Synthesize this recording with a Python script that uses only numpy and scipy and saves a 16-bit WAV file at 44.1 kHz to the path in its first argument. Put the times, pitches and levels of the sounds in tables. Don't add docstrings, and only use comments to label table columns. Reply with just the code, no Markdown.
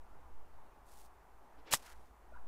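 import sys
import numpy as np
from scipy import signal
from scipy.fft import rfft, irfft, next_fast_len
from scipy.io import wavfile
from scipy.ndimage import uniform_filter1d, map_coordinates

SR = 44100
rng = np.random.default_rng(int(sys.argv[2]) if len(sys.argv) > 2 else 0)


def invert_db(x):
    u = np.asarray(x, float) / 20
    return 10 ** u


def generate_wav(sig):
    pcm = np.round(np.clip(np.atleast_2d(sig).T, -1, 1) * 32767).astype(np.int16)
    wavfile.write(sys.argv[1], SR, pcm)


N = 109323


def unit(x):
    return x / np.sqrt(np.mean(x ** 2) + 1e-20)


def level(rows, outside_db=-130):
    s, db = np.transpose(rows)
    return invert_db(np.interp(np.arange(N) / SR, s, db, outside_db, outside_db))


def wobble(rate):
    knots = rng.standard_normal(int(N * rate / SR) + 4)
    return map_coordinates(knots, [np.arange(N) * rate / SR])


def coloured(x, points):
    f, db = np.transpose(points)
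    size = next_fast_len(N + 8192)
    hz = np.fft.rfftfreq(size, 1 / SR)
    gain = invert_db(np.interp(np.log(hz + 1), np.log(f + 1), db, -120, -120))
    return unit(irfft(rfft(x, size) * gain, size)[:N])


def noise(points):
    return coloured(rng.standard_normal(N), points)


def puff(s, db, half_s, points):
    swell = np.exp(-((np.arange(N) / SR - s) / half_s) ** 2)
    return invert_db(db) * swell * noise(points)


def crackle(per_s, spread_db, bed):
    hit = rng.random(N) < per_s / SR
    size = invert_db(spread_db * rng.exponential(size=N))
    breaks = hit * np.clip(rng.standard_normal(N) * size, -3, 3)
    return unit(breaks) + bed * rng.standard_normal(N)


def add(x, s, sound):
    x[round(s * SR):][:len(sound)] += sound


# f [Hz], level [dB per Hz]
ROAD = [(76, -35.5), (130, -15.5), (163, -9.5), (406, -6), (516, -7.5), (559, -7.5), (848, -1),
        (2410, -21.5), (6000, -40), (7800, -61.5), (13200, -120)]
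# t [s], level [dB]
ROAD_LEVEL = [(0.0, -64), (0.67, -64), (0.94, -65), (1.82, -64), (2.14, -66), (2.48, -63.5)]


def distant_road():
    z = signal.stft(rng.standard_normal(N + 512), nperseg=512)[2]
    field = uniform_filter1d(rng.standard_normal(z.shape), 5, 0)
    field = uniform_filter1d(field, 10, 1)
    patchy = signal.istft(z * invert_db(unit(field)), nperseg=512)[1][:N]
    return level(ROAD_LEVEL, -64) * invert_db(0.6 * wobble(6)) * coloured(patchy, ROAD)


# f [Hz], level [dB per Hz]
RUMBLE = [(14, -31.5), (22, -1), (36, -0.5), (62, -6), (92, -10), (125, -18.5), (170, -35)]
# t [s], level [dB]
RUMBLE_LEVEL = [(0.0, -66), (0.09, -64), (0.69, -68), (0.82, -68.5), (1.21, -68.5), (1.84, -63.5),
                (2.17, -66.5), (2.48, -69.5)]


def rumble_and_drone():
    drone_hz, width_hz = 57.2, 12
    band = [(drone_hz - width_hz, -20), (drone_hz, 0), (drone_hz + width_hz, -20)]
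    rumble = invert_db(3.3 * wobble(1.3)) * noise(RUMBLE)
    return level(RUMBLE_LEVEL, -64) * (rumble + noise(band))


# t [s], pressure [full scale], half length [s]
GUSTS = [(.02, -0.0047, 0.039), (.16, 0.0046, 0.068), (.27, -0.0036, 0.027), (.38, .012, 0.071),
         (.58, -0.0053, 0.093), (.77, 0.00082, .06), (1., -0.0027, .12), (1.4, -.0017, 0.12),
         (1.6, .003, 0.094), (1.76, -0.002, 0.11), (1.98, 0.0033, 0.083), (2.25, -0.00035, .06),
         (2.45, -0.011, .11)]


def gusts():
    t = np.arange(N) / SR
    return sum(size * np.exp(-((t - s) / half) ** 2) for s, size, half in GUSTS)


# t [s], peak level [dB], f [Hz], t60 [s]
SNAPS = [(.665, -68, 9000, .003), (.874, -64, 6000, .003), (.936, -61, 6000, .003), (.975, -60, 5500, .003),
         (.982, -60, 8500, .003), (1.008, -58, 9500, .003), (1.015, -60, 10500, .003),
         (1.03, -61, 10500, .003), (1.7246, -19, 2900, .004), (1.7325, -24, 3500, .003),
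         (1.7348, -24, 8000, .003), (1.7368, -17, 4800, .002), (1.7376, -20, 7500, .002),
         (1.7417, -22, 1500, .003), (1.7505, -29, 8500, .003), (1.829, -57, 2600, .004),
         (1.8666, -47, 1600, .005), (1.92, -58, 1700, .004), (2.0, -66, 6000, .003)]


def snaps():
    x, t = np.zeros(N), np.arange(SR // 8) / SR
    for s, db, hz, t60 in SNAPS:
        upper_hz = hz * rng.uniform(1.3, 1.6)
        pair = np.sin(2 * np.pi * hz * t) + 0.7 * np.sin(2 * np.pi * upper_hz * t)
        onset = 1 - np.exp(-t * hz * 2)
        add(x, s, invert_db(db - 60 * t / t60) * pair * onset)
    return x


# t [s], level [dB]
TAKEAWAY = [
    (.855, -78),
    (.872, -72.5),
    (.945, -68.5),
    (.962, -71),
    (.98, -65.5),
    (1.03, -69),
    (1.058, -70.5),
    (1.09, -82),
]
# f [Hz], level [dB per Hz]
BRUSH = [(1000, -31), (2200, -6), (3500, -2.5), (6000, 0), (9200, 1), (12500, -2.5), (15700, -6)]


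def takeaway():
    return level(TAKEAWAY) * invert_db(0.8 * wobble(60)) * coloured(crackle(1500, 3.5, 0.77), BRUSH)


# f [Hz], level [dB per Hz]
SHOE = [(90, -27), (200, -10), (330, 1), (550, -16), (2000, -30), (3500, -24), (6000, -32)]


def weight_shift():
    return puff(1.595, -65.5, 0.019, SHOE)


# t [s], level [dB]
DOWNSWING = [
    (1.635, -89),
    (1.665, -64.5),
    (1.69, -58),
    (1.705, -55),
    (1.72, -51),
    (1.74, -64),
]
# f [Hz], level [dB per Hz]
SHAFT_AIR = [(150, -17), (350, 5.5), (1000, 1), (3000, -3.5), (6000, -14.5), (10000, -35)]


def whoosh():
    return level(DOWNSWING) * invert_db(1.5 * wobble(50)) * noise(SHAFT_AIR)


# t [s], level [dB]
TEAR = [
    (1.7085, -62),
    (1.711, -48),
    (1.720, -39),
    (1.730, -31),
    (1.7375, -25),
    (1.7405, -31),
    (1.7505, -33.5),
    (1.755, -41),
    (1.785, -64),
]
# f [Hz], level [dB per Hz]
CUT = [(30, -32.5), (60, -4.5), (160, -9), (500, -4), (2100, -3.5), (4400, -2.5), (7500, -0.5),
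       (15700, -9.5)]


def tear():
    return level(TEAR) * invert_db(2.0 * wobble(500)) * coloured(crackle(7000, 2, 1.3), CUT)


# f [Hz], level [dB], t60 [s]
BALL = [
    (1118, 1, 0.0055),
    (1760, -8.5, 0.011),
    (3200, -4, 0.0043),
    (930, -18, 0.012),
    (660, -14.5, 0.0077),
    (164, -29, 0.055),
]


def ball_knock():
    x, t = np.zeros(N), np.arange(SR // 8) / SR
    ring = sum(invert_db(db - 60 * t / t60) * np.sin(2 * np.pi * hz * t) for hz, db, t60 in BALL)
    contact = 1 - np.exp(-t / 0.0003)
    add(x, 1.73758, -invert_db(-11.5) * ring * contact)
    return x


# t [s], level [dB]
DEBRIS = [
    (1.76, -80),
    (1.79, -63.5),
    (1.815, -67.5),
    (1.87, -63.5),
    (1.926, -64),
    (1.94, -78),
    (2.0, -78),
    (2.1, -83),
]
# f [Hz], level [dB per Hz]
FALL = [(700, -32), (1500, -1), (2500, 1.5), (6000, -1), (10600, -3.5), (15700, -10.5)]
# f [Hz], level [dB per Hz]
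LOW_BAND = [(300, -22.5), (500, -4), (1000, -7.5), (1450, 1.5), (2400, -10), (3500, -20)]


def debris():
    fall = level(DEBRIS) * invert_db(1.1 * wobble(70)) * coloured(crackle(1200, 3.5, 0.81), FALL)
    return fall + puff(1.885, -61.5, 0.057, LOW_BAND)


# t [s], peak level [dB], f [Hz], half length [s]
RETURNS = [
    (2.326, -54.5, 630, 0.0042),
    (2.341, -53, 1420, .004),
    (2.356, -56.5, 1450, 0.0059),
    (2.364, -51.5, 985, 0.0065),
    (2.374, -62, 1580, .004),
    (2.39, -68, 222, .012),
    (2.391, -61, 980, 0.0045),
    (2.395, -69, 700, .008),
]
# f [Hz], level [dB per Hz]
SLOPE = [(400, -22.5), (700, 0), (1000, -7), (1450, 5), (1900, -18), (3000, -20)]


def slopes():
    t = np.arange(N) / SR
    blips = np.zeros(N)
    for s, db, hz, half in RETURNS:
        swell = np.exp(-((t - s) / half) ** 2)
        blips += invert_db(db) * swell * np.sin(2 * np.pi * hz * t)
    return blips * invert_db(3.5 * wobble(330)) + puff(2.365, -63.5, 0.031, SLOPE)


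def scene():
    background = distant_road() + rumble_and_drone() + gusts()
    swing = snaps() + takeaway() + weight_shift() + whoosh()
    strike = tear() + ball_knock() + debris() + slopes()
    return (background + swing + strike)[None]


def roll_off(x):
    return signal.sosfilt(signal.butter(12, 15730, fs=SR, output="sos"), x)


# f [Hz], level [dB per Hz]
HISS = [(1760, -30.5), (3000, -6.5), (6490, -3), (12800, -4.5), (15600, -4.5)]


def record(dry):
    hiss_db, top_hz = -81.5, 15780
    x = dry + invert_db(hiss_db) * noise(HISS)
    passed = np.fft.rfftfreq(2 * N, 1 / SR) < top_hz
    mix = irfft(rfft(x, 2 * N) * passed, 2 * N)[:, :N]
    return roll_off(mix)


dry = scene()
out = record(dry)
generate_wav(out)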